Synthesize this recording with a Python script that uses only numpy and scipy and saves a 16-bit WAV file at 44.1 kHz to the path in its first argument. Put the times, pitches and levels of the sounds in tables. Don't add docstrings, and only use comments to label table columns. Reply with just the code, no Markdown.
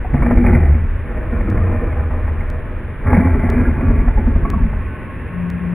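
import sys
import numpy as np
from scipy import signal
from scipy.fft import rfft, irfft, next_fast_len
from scipy.io import wavfile
from scipy.ndimage import uniform_filter1d

SR = 44100
rng = np.random.default_rng(int(sys.argv[2]) if len(sys.argv) > 2 else 0)


def persist_wave(psi):
    counts = np.round(np.clip(psi, -1, 1) * 32767).astype(np.int16)
    wavfile.write(sys.argv[1], SR, np.atleast_2d(counts).T)


N = 253134
TIME = np.arange(N) / SR
HZ = np.fft.rfftfreq(N, 1 / SR)

# (time [s], push of air [dB], hollow puff [dB], hiss past the teeth [dB])
FOLD_SLAPS = [(0.137, -6.5, -35, -43), (0.221, -4, -19.5, -33), (0.261, -10, -21.5, -24.5),
              (0.298, -11, -24.5, -34), (0.372, 0.5, -32, -28.5), (0.441, -5, -26, -26.5),
              (.464, -7, -25, -19.5), (0.529, -6, -23.5, -29), (0.549, -11.5, -30, -19.5),
              (0.654, -11.5, -34, -31), (0.744, -6, -34, -35), (1.172, -17, -36, -33.5),
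              (1.322, -15.5, -36, -43.5), (1.405, -7.5, -27, -29.5), (1.482, -9.5, -37, -32),
              (1.574, -6, -32, -31), (1.638, -15, -34.5, -35), (1.692, -11.5, -30, -30),
              (1.811, -15, -34, -39), (1.922, -17, -33.5, -35.5), (2.105, -20, -30, -40),
              (2.166, -13, -35, -43), (2.274, -12, -27.5, -47), (2.405, -13.5, -34, -32.5),
              (3.069, -16, -32, -27.5), (3.099, -11, -28.5, -26), (3.128, -10, -21.5, -26),
              (3.144, -9.5, -32, -20.5), (3.167, -17, -28, -28.5), (3.341, -6, -39.5, -36),
              (3.485, -10, -29, -43), (3.577, -17.5, -28, -32), (3.685, -5.5, -28, -43),
              (3.809, -14.5, -30, -31.5), (3.901, -0.5, -33.5, -43.5), (3.991, -1.5, -32, -34.5),
              (4.079, -2.5, -24.5, -37.5), (4.177, -3.5, -28, -31), (4.268, -2, -33, -43.5),
              (4.357, -2.5, -30, -44.5), (4.452, -6.5, -33, -33), (4.536, -7, -35.5, -41.5),
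              (4.635, -3, -33, -35), (4.729, -6, -30.5, -43.5)]


def amp(db):
    return 10 ** (np.asarray(db) / 20)


def unit(x):
    return x / np.sqrt(np.mean(x ** 2) + 1e-20)


def follow(points):
    return np.interp(TIME, *np.transpose(points))


def add(mix, s, sound):
    part = mix[max(round(s * SR), 0):][:len(sound)]
    part += sound[:len(part)]


def burst(t, peak_s):
    return t / peak_s * np.exp(1 - t / peak_s)


def noise(spectrum):
    hz, db = np.transpose(spectrum)
    colour = amp(np.interp(np.log(HZ + 1), np.log(hz), db))
    return unit(irfft(rfft(rng.standard_normal(N)) * colour, N))


def drift(rate_hz, hop=32):
    steps = next_fast_len(N // hop + 2)
    rolloff = 1 + (np.fft.rfftfreq(steps, hop / SR) / rate_hz) ** 4
    slow = irfft(rfft(rng.standard_normal(steps)) / rolloff, steps)
    return unit(np.interp(np.arange(N) / hop, np.arange(steps), slow))


def resonate(x, modes):
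    gain = sum(amp(db) / (1 + 1j * (HZ ** 2 - hz ** 2) / (np.pi / 2 * width * (HZ + 1))) ** 2
               for hz, width, db in modes)
    return irfft(rfft(x) * gain, N)


def wide_noise(spectrum, side_db):
    return noise(spectrum) + amp(side_db) * noise(spectrum) * np.array([[1], [-1]])


def microphone_hiss(level_db=-56):
    # (frequency [Hz], level [dB])
    spectrum = [(100, -15.5), (1100, -3), (1900, -12), (2700, 3.5), (3050, 0), (3500, -4.5), (4300, -21),
                (4800, -41.5), (8000, -41.5)]
    return amp(level_db) * np.array([noise(spectrum), noise(spectrum)])


def ticks(trim_db=6, fall_s=0.00022):
    # (time [s], level [dB])
    cues = [(1.502, -31), (2.502, -29), (3.5018, -23), (4.5024, -21), (5.5022, -27.5)]
    out, t = np.zeros(N), np.arange(SR // 100) / SR
    for s, db in cues:
        add(out, s, -amp(db + trim_db) * np.exp(-t / fall_s))
    return out


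def wind(trim_db=-3):
    # (time [s], level [dB])
    strength = [(0, -14.5), (0.85, -22.5), (1.3, -15.5), (2.35, -18.5), (3.0, -27.5), (3.15, -18.5),
                (4.6, -13), (4.95, -28), (5.74, -42)]
    # (frequency [Hz], level [dB])
    spectrum = [(5, -45.5), (14, -7.5), (24, -1), (36, 4), (50, -10), (64, -1), (100, -24.5), (300, -76.5)]
    return amp(follow(strength) + trim_db) * wide_noise(spectrum, side_db=-22)


def cars(wash_db=-26, whine_db=-1, wash_share=0.094):
    # (frequency [Hz], level [dB])
    spectrum = [(15, -39), (25, -25.5), (50, -9), (80, -0.5), (111, -6.5), (195, -17), (233, -10.5),
                (291, -19), (370, -19.5), (520, -23), (626, -23.5), (720, -32.5), (900, -27), (1270, -30),
                (1700, -26), (2560, -34), (3070, -27), (3990, -51.5)]
    # (frequency [Hz], width [Hz], level [dB])
    bands = [(73.5, 21, -30), (239.6, 4.8, -43), (324, 6.9, -57), (448, 15, -53), (1087.7, 19, -41),
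             (1508, 9.5, -45), (1840, 240, -44), (2668, 150, -36), (2750, 280, -47.5)]
    # (time [s], level [dB])
    nearness = [(0, -7), (3, -12), (4.2, -10), (4.9, -2), (5.74, -4)]
    whines = sum(amp(db) * unit(resonate(rng.standard_normal(N), [(hz, width, 0)]))
                 for hz, width, db in bands)
    wash = wide_noise(spectrum, side_db=-15)
    near_db = follow(nearness)
    return amp(wash_db + wash_share * near_db) * wash + amp(whine_db + near_db) * whines


def hum(from_hz=148, to_hz=177, settle_s=.38, left_db=7, right_db=2, edge_s=0.026, slope_db_per_s=-3.5,
        waver=0.012, flutter=0.2):
    # (start [s], end [s], level [dB])
    swells = [(4.328, 4.722, -32.5), (5.361, 5.902, -25.5)]
    # (time [s], width [s], depth [0-1])
    dips = [(5.505, 0.013, 0.37), (5.596, .012, 0.8)]
    level = np.zeros(N)
    for start, end, db in swells:
        gate = (1 + np.tanh(np.minimum(TIME - start, end - TIME) / (2 * edge_s))) / 2
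        level += gate * amp(db + slope_db_per_s * (TIME - start))
    level *= 1 - sum(depth * np.exp(-((TIME - s) / width) ** 2) for s, width, depth in dips)
    age = np.maximum(TIME - swells[0][0], 0)
    hz = to_hz + (from_hz - to_hz) * np.exp(-age / settle_s)
    tone = np.sqrt(2) * np.sin(2 * np.pi * np.cumsum(hz * (1 + waver * drift(17))) / SR)
    return amp([[left_db], [right_db]]) * level * (1 + flutter * drift(15)) * tone


def surroundings(x, t60_s=0.21, tail_db=-15, echo_db=-2):
    # (delay [s], level [dB])
    echoes = [(.006, -11), (.024, -13), (0.039, -16.5), (0.063, -11.5)]
    t = np.arange(SR) / SR
    tail = rng.standard_normal((2, SR)) * amp(-60 * t / t60_s) * (t > .015)
    response = amp(tail_db) * tail / np.linalg.norm(tail[0])
    for s, db in echoes:
        response[:, round(s * SR)] += amp(db + echo_db)
    low_cut = signal.butter(2, 220, "high", fs=SR, output="sos")
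    return signal.fftconvolve(x[None], signal.sosfilt(low_cut, response), axes=1)[:, :N]


def crackle(x, per_s=2200, level_db=-24, above_hz=150):
    swings = signal.sosfilt(signal.butter(2, above_hz, "high", fs=SR, output="sos"), x.mean(0))
    clicks = rng.uniform(-2.1, 1, N) * (rng.random(N) < per_s / SR)
    clicks *= np.minimum(abs(swings), .6) ** 2
    presence = signal.butter(2, [2600, 4600], "band", fs=SR, output="sos")
    return amp(level_db) * signal.sosfilt(presence, clicks)


def cavity(x, modes, wander_db=3, wander_hz=7):
    spectrum, out = rfft(x), np.zeros(N)
    for k, (hz, width, db) in enumerate(modes):
        mode = irfft(spectrum / (1 + 1j * (HZ ** 2 - hz ** 2) / (width * (HZ + 1))), N)
        out += (-1) ** k * amp(db + wander_db * np.tanh(drift(wander_hz))) * mode
    return unit(out)


def tract(x, modes, jaw):
    clock = np.cumsum(jaw)
    clock *= TIME[-1] / clock[-1]
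    warped = np.interp(TIME, clock, x)
    return np.interp(clock, TIME, cavity(warped, modes))


def smacks(snap_s=0.00068, wet=0.6, spatter_s=0.0094):
    # (time [s], peak level [dB])
    cues = [(0.144, -13), (0.31, -6.5), (1.811, -27), (3.13, -6), (3.169, -12), (3.809, -24), (3.895, -23),
            (4.079, -17), (4.268, -24), (4.353, -28)]
    mouth = [(610, 430, 17), (845, 250, -4), (1300, 460, -6)]  # (frequency [Hz], width [Hz], level [dB])
    out, t = np.zeros(N), np.arange(SR // 25) / SR
    for s, db in cues:
        hit = np.zeros(N)
        spatter = wet * rng.standard_normal(len(t)) * np.exp(-t / spatter_s)
        add(hit, s, np.exp(-t / snap_s) + spatter)
        smack = resonate(hit, mouth)
        out += amp(db) * smack / abs(smack).max()
    return out


def mouth_rings(rise_s=0.007, trim_db=-2, rough=0.3, lower_ratio=.62, lower_db=-11):
    # (time [s], level [dB], pitch [Hz])
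    notes = [(0.044, -21, 742), (0.44, -26, 830), (0.522, -27.5, 820), (1.615, -28, 1228),
             (3.577, -29, 876), (4.171, -21, 856), (4.27, -32, 892), (4.448, -16.5, 1110),
             (4.531, -18, 1112), (4.578, -27.5, 906)]
    out, t = np.zeros(N), np.arange(SR // 10) / SR
    for s, db, hz in notes:
        wobble = rough * unit(uniform_filter1d(rng.standard_normal((2, len(t))), size=130))
        upper = np.sin(2 * np.pi * hz * t + wobble[0])
        lower = amp(lower_db) * np.sin(2 * np.pi * hz * lower_ratio * t + 2 * wobble[1])
        add(out, s, amp(db + trim_db) * burst(t, rise_s) * (upper + lower))
    return out


def grunts(rise_s=0.0094, fall_s=0.01, fade_db=-3, sag=0.031, jitter=0.025, shimmer=0.26,
           overtone_db=-19):
    # (start [s], length [s], level [dB], pitch [Hz])
    cues = [(.127, 0.11, -13, 139.8), (.136, 0.031, -13.5, 247), (0.223, 0.071, -14, 240.4),
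            (0.302, 0.047, -11, 245), (0.379, 0.065, -11, 236), (0.462, 0.042, -11.5, 233.3),
            (0.524, .06, -13.5, 232.7), (1.323, 0.035, -22.5, 245.5), (1.409, 0.25, -26, 203.6),
            (1.81, 0.02, -16, 253), (3.117, 0.047, -6, 250), (3.17, 0.027, -4, 175),
            (3.196, 0.024, -10.5, 243.5), (3.247, 0.02, -6.5, 247), (3.35, 0.13, -22.5, 247),
            (3.555, 0.078, -11, 239), (3.666, 0.042, -16, 251), (3.823, 0.032, -10, 255),
            (4.178, 0.039, -19.5, 230), (4.268, 0.034, -14.5, 244), (4.356, 0.013, -11, 213),
            (4.551, 0.028, -16.5, 203), (4.63, 0.055, -18, 227.4)]
    out, waver, strength = np.zeros(N), 1 + jitter * drift(63), 1 + shimmer * drift(63)
    for start, length, db, hz in cues:
        now = (TIME >= start) & (TIME < start + length)
        t = TIME[now] - start
        pitch = hz * (1 + sag * (.5 - t / length)) * waver[now]
        phase = 2 * np.pi * np.cumsum(pitch) / SR
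        tone = np.sin(phase) + amp(overtone_db) * np.sin(2 * phase)
        gate = np.minimum(t / rise_s, 1) * np.minimum((length - t) / fall_s, 1)
        out[now] += gate * amp(db + fade_db * t / length) * strength[now] * tone
    return out


def slaps(push_hz=45, swell_s=0.013, sag_s=0.016, ring_hz=238, ring_s=0.022, puff_s=0.0045, hiss_s=0.003,
          push_db=-2, ring_db=-16, puff_db=-1, hiss_db=-2, lead_s=.06):
    # (frequency [Hz], width [Hz], level [dB])
    hollow = [(564, 290, 2.5), (620, 120, 8), (866, 53, 4), (1150, 170, -0.5), (1520, 700, -7.5)]
    # (frequency [Hz], width [Hz], level [dB])
    teeth = [(1840, 140, 4), (2220, 260, 4), (2340, 140, -7.5)]
    low, puffs, hisses = np.zeros((3, N))
    t = np.arange(SR // 4) / SR - lead_s
    after = np.maximum(t, 0)
    fade_in = np.minimum((t + lead_s) / 0.012, 1)
    push_shape = fade_in * np.exp(np.minimum(t, 0) / swell_s - after / sag_s)
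    ring_shape = (1 - np.exp(-after / 0.0031)) * np.exp(-after / ring_s)
    for s, push, puff, hiss in FOLD_SLAPS:
        push_detune, ring_detune = 1 + rng.standard_normal(2) * [0.026, 0.053]
        swing = np.cos(2 * np.pi * push_hz * push_detune * (t - .002)) * push_shape
        throat = np.sin(2 * np.pi * ring_hz * ring_detune * t) * ring_shape
        add(low, s - lead_s, amp(push) * (amp(push_db) * swing + amp(ring_db) * throat))
        add(puffs, s - lead_s, amp(puff + puff_db) * burst(after, puff_s))
        add(hisses, s - lead_s, amp(hiss + hiss_db) * burst(after, hiss_s))
    air = rng.standard_normal((2, N))
    return low + puffs * cavity(air[0], hollow) + hisses * cavity(air[1], teeth)


def surges(peak_s=0.015):
    out, t = np.zeros(N), np.arange(SR // 8) / SR
    for s, *_ in FOLD_SLAPS:
        add(out, s, burst(t, peak_s))
    return np.minimum(out, 1)


def effort(call, linger_s=0, tilt=0, ease=0, onset_db=-22):
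    start, _, attack, hold, swell, release = call
    t, hold = TIME - start - attack, hold + linger_s
    rise = onset_db * np.clip(-t / attack, 0, 1)
    held = (swell + tilt) * (np.clip(t, 0, hold) - hold / 2)
    fall = (release - ease) * np.maximum(t - hold, 0)
    return rise + held - fall


def growl(call, throat, mouth, *, chest_db, chest_linger_s, chest_tilt, throat_db, throat_tilt,
          rasp_db, rasp_linger_s, rasp_tilt, lift_hz, lift_span_db, jitter, shimmer,
          voiced_db, flutter_db, surge_db, jaw_arch, ease=0, rest_hz=76.8):
    # (time [s], width [s], level [dB])
    gusts = [(.19, .025, -1), (.68, 0.082, 1.5), (3.155, .03, 1.5), (3.32, 0.036, -3.5), (3.53, 0.12, 2)]
    start, end = call[:2]
    breath_db = sum(db * np.exp(-((TIME - s) / width) ** 2) for s, width, db in gusts)
    breath_db += surge_db * surges()
    chest = amp(chest_db + effort(call, chest_linger_s, chest_tilt, ease))
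    body = amp(throat_db + effort(call, tilt=throat_tilt) + breath_db)
    rasp = amp(rasp_db + effort(call, rasp_linger_s, rasp_tilt, ease) + breath_db)
    drive_db = effort(call)
    pitch = rest_hz + lift_hz * np.exp((drive_db - drive_db.max()) / lift_span_db)
    cycles = np.cumsum(pitch * (1 + jitter * drift(34.86))) / SR
    strength = 1 + shimmer * drift(26)
    drone = unit(np.cos(2 * np.pi * cycles) * strength)
    pulses = unit(strength * sum(np.cos(2 * np.pi * k * cycles) for k in range(2, 31)))
    opening = (2.5 + np.exp(-(cycles % 1) / 2.9)) * amp(flutter_db * np.tanh(drift(25)))
    flow = unit(opening * rng.standard_normal((2, N))) + amp(voiced_db) * pulses
    gate = np.clip(np.minimum(TIME - start, end - TIME) / 0.0088 + .5, 0, 1)
    jaw = 1 - jaw_arch * gate * np.cos(2 * np.pi * (TIME - start) / (end - start))
    return gate * (chest * drone + body * tract(flow[0], throat, jaw) + rasp * tract(flow[1], mouth, jaw))


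def lion():
    # (start [s], end [s], attack [s], hold [s], swell [dB/s], release [dB/s])
    calls = [(0.08, 1.03, 0.059, .40, 8.5, 52.5), (1.02, 2.95, 0.048, 0.48, 27, 21),
             (3.015, 4.95, 0.0587, 1.58, -4.5, 122.5)]
    # (frequency [Hz], width [Hz], level [dB])
    first_throat = [(137, 27, -1.5), (234, 27, -2), (333, 27, -8)]
    first_mouth = [(473, 72, 6), (637, 34, 5.5), (710, 91, 3), (883, 78, -1), (1104, 100, -8.5),
                   (1420, 190, -4.5), (1730, 170, 0), (2050, 560, -3.5), (2357, 98, -3.5)]
    snarl_throat = [(134, 16, -0.5), (184.5, 12, 0), (233, 15, 0.5), (322.5, 32, -2), (467, 38, -13)]
    snarl_mouth = [(483.4, 45, 7), (540, 65, -2), (611, 25, 8), (821, 36, -2), (1035, 100, -4),
                   (1267, 37, 0), (1400, 80, -6), (1823, 110, -5), (2400, 290, -12)]
    second_throat = [(135, 19, -3), (230.4, 19, -2), (269, 23.6, -3), (372, 87, -13.5), (414.7, 33, -8.5)]
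    second_mouth = [(521, 37, 1), (625, 50, 1), (706, 60, 0), (877, 50, 4), (1114, 73, -0.5),
                    (1390, 110, -2), (1635, 70, -0.5), (1766, 130, -3), (1987, 380, -6), (2400, 160, -5.5)]
    first = growl(calls[0], first_throat, first_mouth,
                  chest_db=-17, chest_linger_s=0.15, chest_tilt=15, throat_db=-22, throat_tilt=10.5,
                  rasp_db=-33, rasp_linger_s=0.019, rasp_tilt=-3,
                  lift_hz=9, lift_span_db=4, jitter=0.061, shimmer=0.34,
                  voiced_db=-17, flutter_db=3, surge_db=3.5, jaw_arch=0.034)
    snarl = growl(calls[1], snarl_throat, snarl_mouth,
                  chest_db=-21.5, chest_linger_s=0.13, chest_tilt=-8, throat_db=-31.5, throat_tilt=3,
                  rasp_db=-33, rasp_linger_s=0.27, rasp_tilt=-20, ease=9,
                  lift_hz=22.06, lift_span_db=3.5, jitter=.07, shimmer=0.52,
                  voiced_db=-13.5, flutter_db=4.5, surge_db=2, jaw_arch=-0.012)
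    second = growl(calls[2], second_throat, second_mouth,
                   chest_db=-19.5, chest_linger_s=0.25, chest_tilt=-0.5, throat_db=-24, throat_tilt=-1,
                   rasp_db=-34.5, rasp_linger_s=0.014, rasp_tilt=-6.5,
                   lift_hz=6, lift_span_db=9, jitter=0.087, shimmer=0.51,
                   voiced_db=-14.5, flutter_db=2.5, surge_db=.5, jaw_arch=0.024)
    return first + snarl + second + slaps() + grunts() + mouth_rings() + smacks()


def scene(lag_s=.00002):
    voice = lion()
    delayed = irfft(rfft(voice) * np.exp(-2j * np.pi * HZ * lag_s), N)
    return np.array([voice, delayed]) + surroundings(voice) + cars() + hum() + wind()


def record(dry, corner_hz=2460, shelf_db=-9, db_per_khz=-22, coarse_hz=12348, top_hz=15800):
    rounded = dry / (1 + dry ** 8) ** (1 / 8)
    above_hz = np.maximum(HZ - corner_hz, 0)
    treble_db = shelf_db * np.minimum(above_hz / 120, 1) + db_per_khz * above_hz / 1000
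    dull = irfft(rfft(rounded) * amp(treble_db), N)
    coarse = np.arange(0, TIME[-1], 1 / coarse_hz)
    fizzy = np.array([np.interp(TIME, coarse, np.interp(coarse, TIME, channel)) for channel in dull])
    mix = (fizzy + microphone_hiss() + crackle(fizzy) + ticks()) * signal.windows.tukey(N, .001)
    high_cut = signal.firwin(511, top_hz, window=("kaiser", 9), fs=SR)
    return signal.oaconvolve(mix, high_cut[None], "same")


dry = scene()
out = record(dry)
persist_wave(out)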